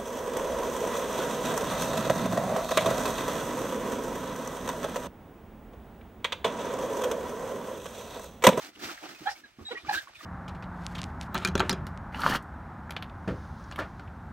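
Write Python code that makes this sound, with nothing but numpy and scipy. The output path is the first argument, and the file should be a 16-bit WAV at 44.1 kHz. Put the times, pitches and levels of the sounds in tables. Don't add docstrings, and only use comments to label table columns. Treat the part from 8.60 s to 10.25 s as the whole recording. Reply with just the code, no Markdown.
import sys
import numpy as np
from scipy import signal
from scipy.fft import rfft, irfft
from scipy.io import wavfile

SR = 44100
rng = np.random.default_rng(int(sys.argv[2]) if len(sys.argv) > 2 else 0)


def volts(x):
    e = np.asarray(x, float) / 20
    return 10 ** e


def store_wav(level_fs):
    pcm = np.round(np.clip(np.atleast_2d(level_fs), -1, 1) * 32767)
    wavfile.write(sys.argv[1], SR, pcm.T.astype(np.int16))


N = 72765


def at_hz(points, hz):
    f, v = np.transpose(points)
    return np.interp(np.log(hz), np.log(f), v)


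def bin_hz():
    return np.maximum(np.fft.rfftfreq(N, 1 / SR), 1)


def rms_one(x):
    return x / np.sqrt(np.mean(x ** 2) + 1e-20)


def drift(rate_hz):
    r = np.exp(-2 * np.pi * rate_hz / SR)
    noise = rng.standard_normal(N + SR)
    return rms_one(signal.lfilter([1], [1, -2 * r, r * r], noise)[SR:])


def colour(x, points):
    return irfft(rfft(x) * volts(at_hz(points, bin_hz())), N)


def swells(rows):
    t = np.arange(N) / SR
    return sum(volts(db) * np.sin(np.interp(t, [start, peak, end], [0, np.pi / 2, 0])) ** 2
               for start, peak, end, db in rows)


def resonance(x, hz, width):
    r = np.exp(-np.pi * width / SR)
    gain = (1 - r * r) * np.sqrt(SR / width / (2 * np.pi))
    return gain * signal.lfilter([1, 0, -1], [1, -2 * r * np.cos(2 * np.pi * hz / SR), r * r], x)


# (frequency [Hz], correlation [-1 to 1])
STEREO_LIKENESS = [(300, 0.85), (700, 0.56), (1400, 0.14), (2800, 1), (6000, -0.084), (12000, 0.42)]


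def spread(mid, side):
    likeness = np.clip(at_hz(STEREO_LIKENESS, bin_hz()), -1, 1)
    shared = np.sqrt(1 + likeness) * rfft(mid)
    opposed = np.sqrt(1 - likeness) * rfft(side) * [[1], [-1]]
    return irfft(shared + opposed, N) / np.sqrt(2)


# (frequency [Hz], level [dB per Hz])
ROOM_TONE = [(40, -27), (300, -15.5), (2200, 0), (5000, -9.5), (10000, -17), (15800, -21)]


def room_tone():
    mid, side = (rms_one(colour(rng.standard_normal(N), ROOM_TONE)) for _ in "ms")
    return volts(-68.5) * spread(mid, side)


def friction(clump_db):
    grains_per_s, grain_spread_db, grain_share = 2200, 4, 0.45
    sizes = volts(grain_spread_db * np.minimum(rng.exponential(1, N), 4)) * rng.choice([-1, 1], N)
    clicks = sizes * (rng.random(N) < grains_per_s * volts(clump_db) / SR)
    return np.sqrt(grain_share) * rms_one(clicks) + np.sqrt(1 - grain_share) * rng.standard_normal(N)


# (frequency [Hz], level [dB per Hz])
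PAPER_SPECTRUM = [(250, -61), (420, -14), (662, -1.5), (1060, -6), (1270, 0), (1980, -2.5), (5800, -8),
                  (10300, -24), (15800, -19.5)]
# (start [s], peak [s], end [s], rustle level [dB], treble lift [dB])
STROKES = [(-.08, 0.043, .13, -53.5, 3.1), (.1, 0.157, 0.23, -65, -2.1), (0.195, 0.248, .29, -46.5, 1.3),
           (0.247, .3, 0.39, -51, 1.5), (0.34, 0.392, 0.49, -58.5, 1), (0.419, 0.443, 0.52, -55, -4.5),
           (0.468, 0.5, 0.58, -55.5, 0.5), (0.526, 0.625, 0.81, -58.5, 1.5),
           (0.633, 0.709, 0.74, -57.5, -25), (0.731, 0.781, 0.84, -63.5, 4.5),
           (0.787, 0.866, 1.016, -69, -7), (0.949, 1.017, 1.183, -67.5, 1), (1.05, 1.124, 1.17, -59.5, -12),
           (1.126, 1.189, 1.254, -60.5, -12), (1.22, 1.301, 1.338, -52.5, -7),
           (1.298, 1.347, 1.383, -44, 3), (1.348, 1.392, 1.496, -56.5, 4), (1.433, 1.515, 1.62, -67, -13),
           (1.522, 1.613, 1.65, -66, 5.5), (1.593, 1.663, 1.89, -56.5, -1), (0.181, 0.204, 0.22, -61, 4),
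           (0.533, 0.555, .6, -67.5, 5)]


def rustle():
    clump_db = 2.6 * drift(40)
    paper = spread(*(rms_one(colour(friction(clump_db), PAPER_SPECTRUM)) for _ in "ms"))
    treble = signal.sosfiltfilt(signal.butter(2, 7000, "high", fs=SR, output="sos"), paper)
    body = swells([row[:4] for row in STROKES]) * (paper - treble)
    air = swells([(start, peak, end, db + lift_db) for start, peak, end, db, lift_db in STROKES]) * treble
    flutter_db = 1.0 * drift(45)
    return volts(8.5 + flutter_db) * (body + air)


# (frequency [Hz], width [Hz], level [dB])
PANE_MODES = [(231.8, 115, -6), (306.7, 67.6, -4), (655, 140, -15), (1193, 170, -14.5)]
# (start [s], peak [s], end [s], hum level [dB])
PUSHES = [(0, .08, 0.14, -57), (.14, .18, 0.26, -54.5), (.19, .24, 0.3, -45.5), (.25, .294, 0.37, -49.5),
          (.41, .445, 0.48, -49), (.46, .49, 0.6, -53), (.595, .614, 0.69, -52), (.74, .77, 0.9, -70.5),
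          (.8, .86, 0.87, -66.5), (.981, .995, 1.06, -47), (1.01, 1.04, 1.085, -58),
          (1.095, 1.13, 1.196, -54), (1.2, 1.265, 1.28, -52), (1.28, 1.33, 1.406, -50.5),
          (1.465, 1.485, 1.43, -56), (1.61, 1.635, 1.79, -55)]


def pane():
    pane_db, lump_db, idle_db = 5.5, -0.5, -75.5
    frame_db, frame_lump_db = -73.5, 5.0
    pressure = (swells(PUSHES) + volts(idle_db)) * volts(lump_db * drift(33))
    push = pressure * rng.standard_normal((2, N))
    modes = 0
    for hz, width, db in PANE_MODES:
        ring = resonance(resonance(push, hz, width), hz, 2 * width)
        modes = modes + volts(db) * ring * np.sqrt(width / SR)
    frame = signal.sosfilt(signal.butter(3, 130, fs=SR, output="sos"), rng.standard_normal((2, N)))
    rumble = volts(frame_db + frame_lump_db * drift(20)) * rms_one(frame)
    mid, side = volts(pane_db) * modes + rumble
    return spread(mid, side)


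# (time [s], length [s], frequency [Hz], width [Hz], rms level [dB])
SCUFFS = [(.15, 0.021, 2820, 600, -55.5), (0.277, 0.056, 1290, 290, -42), (0.366, 0.035, 1700, 300, -50),
          (0.41, 0.082, 706, 143.5, -48), (0.651, 0.046, 3360, 600, -52), (.685, 0.077, 5110, 629.6, -47.5),
          (1.1, 0.045, 3500, 494, -53), (1.107, 0.041, 6800, 690, -69), (1.158, 0.031, 2400, 397, -57),
          (1.167, 0.034, 2950, 268, -57), (1.17, 0.11, 3630, 470, -60.5), (1.203, 0.049, 1720, 200, -64.5),
          (1.286, 0.03, 4360, 700, -51.5), (1.333, 0.074, 3920, 370.4, -43), (1.369, 0.046, 3500, 460, -43),
          (1.468, .046, 1490, 298, -56), (1.476, 0.051, 760, 199, -59), (1.54, 0.052, 2500, 277.8, -53),
          (1.54, 0.1, 3520, 108, -57.5), (1.575, 0.096, 1720, 330, -55), (1.604, 0.015, 1250, 110, -58.5)]


def scuffs():
    grit = np.array([friction(2.5 * drift(40)) for _ in "ms"])
    out = np.zeros((2, N))
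    for s, length, hz, width, db in SCUFFS:
        burst = swells([(s, s + length / 3, s + length, db)]) * grit
        out += resonance(burst, hz, width)
    return spread(*out)


# (time [s], peak level [dB], frequency [Hz], t60 [s])
SNAPS = [(.152, -46, 2890, 0.026), (.196, -43.5, 1760, 0.023), (.205, -50, 12000, 0.0087),
         (.4334, -36, 2520, 0.013), (.7063, -59, 11000, .006), (0.99, -46, 1113, 0.031),
         (1.248, -37.5, 1218, 0.044), (1.272, -50, 15000, .008), (1.3184, -43, 13700, 0.012),
         (1.3414, -39, 11800, 0.0071), (1.351, -36, 694, 0.0078), (1.472, -38, 1092, 0.032),
         (1.5938, -56, 11100, 0.0054), (1.607, -35, 1200, 0.026)]


def snaps():
    out = np.zeros(N)
    for s, peak_db, hz, t60 in SNAPS:
        t = np.maximum(np.arange(N) / SR - s, 0)
        rise = np.tanh(t * hz / 1.5)
        out += volts(peak_db - 60 * t / t60) * rise * np.sin(2 * np.pi * hz * t)
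    return out


# (time [s], peak level [dB], frequency [Hz])
BUMPS = [(0.248, -48, 88.5), (0.606, -47.5, 195), (.61, -51, 117), (0.682, -58, 69), (0.986, -40, 238),
         (0.994, -41, 333), (1.01, -42.5, 84), (1.013, -46, 304), (1.233, -48.5, 74.4), (1.279, -41, 138.5),
         (1.354, -47, 81.6), (1.619, -69, 287)]


def bumps():
    out = np.zeros(N)
    for s, peak_db, hz in BUMPS:
        t = np.maximum(np.arange(N) / SR - s, 0)
        out += volts(peak_db) * np.sin(2 * np.pi * hz * t) * np.exp(-t * hz / 1.78)
    return out


def stick_slip(rows, overtones_db, rise):
    jitter_hz, wobble_db, hold = 24, 1.4, 0.97
    out, t = np.zeros(N), np.arange(N) / SR
    jitter, wobble = drift(81), drift(110)
    bend = np.log(.5) / np.log(rise)
    for s, length, start_hz, end_hz, peak_db in rows:
        on = (t >= s) & (t < s + length)
        u = (t[on] - s) / length
        slip_hz = start_hz + (end_hz - start_hz) * u + jitter_hz * jitter[on]
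        phase = 2 * np.pi * np.cumsum(slip_hz) / SR
        swell = np.sin(np.pi * u ** bend)
        tone = 0
        for k, db in enumerate(overtones_db):
            bloom = swell ** (k > 0)
            tone = tone + volts(db) * bloom * np.sin((k + 1) * phase + k)
        out[on] += volts(peak_db + wobble_db * wobble[on]) * swell ** hold * tone
    return out


# (time [s], length [s], start pitch [Hz], end pitch [Hz], peak level [dB])
CHIRPS = [
    (.548, .035, 2560, 2520, -50),
    (.662, .026, 3200, 3400, -43),
    (.668, .02, 2250, 2450, -45),
    (.754, .02, 2280, 2230, -49),
    (.836, .035, 4000, 3980, -55),
    (1.055, .025, 1800, 1820, -53),
    (1.284, .022, 2380, 2460, -41),
    (1.288, .02, 4850, 5100, -47),
    (1.358, .012, 3900, 3950, -41),
]


def chirps():
    return stick_slip(CHIRPS, [0], 0.48)


# (time [s], length [s], start pitch [Hz], end pitch [Hz], peak level [dB])
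PAD_SQUEAKS = [
    (.653, 0.027, 740, 830, -25),
    (.666, .022, 820.4, 814, -23),
    (.682, 0.018, 810, 791, -23.5),
    (.7, 0.033, 856, 757, -34),
    (1.083, .016, 775, 778, -42),
    (1.281, .025, 809.3, 864.6, -20),
    (1.305, 0.014, 836, 828, -22.5),
    (1.315, .02, 858, 860, -33.5),
]
PAD_OVERTONES = [-5, -13, -26, -40, -20]


def pad_squeaks():
    return stick_slip(PAD_SQUEAKS, PAD_OVERTONES, 0.63)


# (time [s], length [s], start pitch [Hz], end pitch [Hz], peak level [dB])
FOLD_SQUEAKS = [(.66, 0.033, 1545, 1888, -32.5), (.667, 0.029, 1271, 1424, -37),
                (.688, 0.012, 1758, 1885, -28.5), (.705, 0.032, 1800, 1884, -44.5),
                (.835, 0.023, 1706, 1622, -45.5), (.862, 0.02, 1710, 1645, -58.5),
                (1.12, 0.017, 2190, 2210, -41), (1.15, 0.037, 1886, 1947, -36),
                (1.166, .018, 2140, 2240, -39.5), (1.168, 0.014, 1110, 1250, -43.5),
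                (1.172, .021, 2430, 2344, -41.5), (1.256, 0.013, 1480, 1480, -46.5),
                (1.27, 0.0098, 2310, 2300, -39.5), (1.288, 0.017, 1576, 1933, -33.5),
                (1.326, 0.025, 1700, 1745, -27.5), (1.344, 0.029, 1585, 1526, -27.5),
                (1.369, 0.025, 1600, 1627, -28), (1.38, 0.014, 1780, 1900, -35),
                (1.398, .027, 1808, 1545, -43.5)]
FOLD_OVERTONES = [0, -29]


def fold_squeaks():
    return stick_slip(FOLD_SQUEAKS, FOLD_OVERTONES, 0.48)


# (time [s], length [s], start pitch [Hz], end pitch [Hz], peak level [dB])
WHISTLES = [
    (1.05, 0.046, 3820, 3850, -39.5),
    (1.085, 0.06, 3870, 3920, -48.5),
]
WHISTLE_OVERTONES = [3.6, -17]


def whistles():
    return stick_slip(WHISTLES, WHISTLE_OVERTONES, 0.48)


# (time [s], length [s], start pitch [Hz], end pitch [Hz], peak level [dB])
GROANS = [
    (1.104, 0.028, 472.4, 454, -33),
    (1.124, 0.016, 424, 379, -37.5),
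    (1.138, 0.025, 472, 418, -43),
]
GROAN_OVERTONES = [-1, -8.5, -9, -9.5, -16, -12.5, -14, -18]


def groans():
    return stick_slip(GROANS, GROAN_OVERTONES, 0.48)


def room(x):
    t60_s, level_db = .11, -14
    t = np.arange(int(.4 * SR)) / SR
    tail = rng.standard_normal((2, len(t))) * volts(-60 * t / t60_s) * (t > .003)
    tail = signal.sosfilt(signal.butter(1, 4000, fs=SR, output="sos"), tail)
    tail = tail / np.sqrt(np.sum(tail ** 2, axis=1, keepdims=True))
    return volts(level_db) * signal.fftconvolve(x[None], tail, axes=1)[:, :N]


def scene():
    folds = snaps() + chirps() + fold_squeaks() + whistles()
    pad = pad_squeaks() + groans()
    rasp = 1 + .19 * drift(150)
    n = np.arange(N)
    left = np.interp(n - 1.5, n, folds) + np.interp(n - 3, n, pad)
    direct = rasp * np.array([left, folds + pad])
    tail = room(rasp * (pad + folds))
    return room_tone() + rustle() + pane() + scuffs() + bumps() + direct + tail


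def roll_off(x):
    return signal.sosfilt(signal.butter(12, 16610, fs=SR, output="sos"), x)


# (frequency [Hz], left minus right level [dB])
PORT_LEAN = [(100, -3.5), (300, -2.5), (700, -3.5), (3000, -1), (6500, 0.5), (8500, -13), (11000, -5.5),
             (14000, -5)]


def record(dry):
    hz = bin_hz()
    half = volts(at_hz(PORT_LEAN, hz) / 2)
    late = np.exp(-2j * np.pi * hz * 3 / SR)
    ports = np.array([half * late, 1 / half]) * (hz < 15800)
    rumble_cut = signal.butter(2, 45, "high", fs=SR, output="sos")
    mix = signal.sosfilt(rumble_cut, irfft(rfft(dry) * ports, N))
    return roll_off(mix)


dry = scene()
out = record(dry)
store_wav(out)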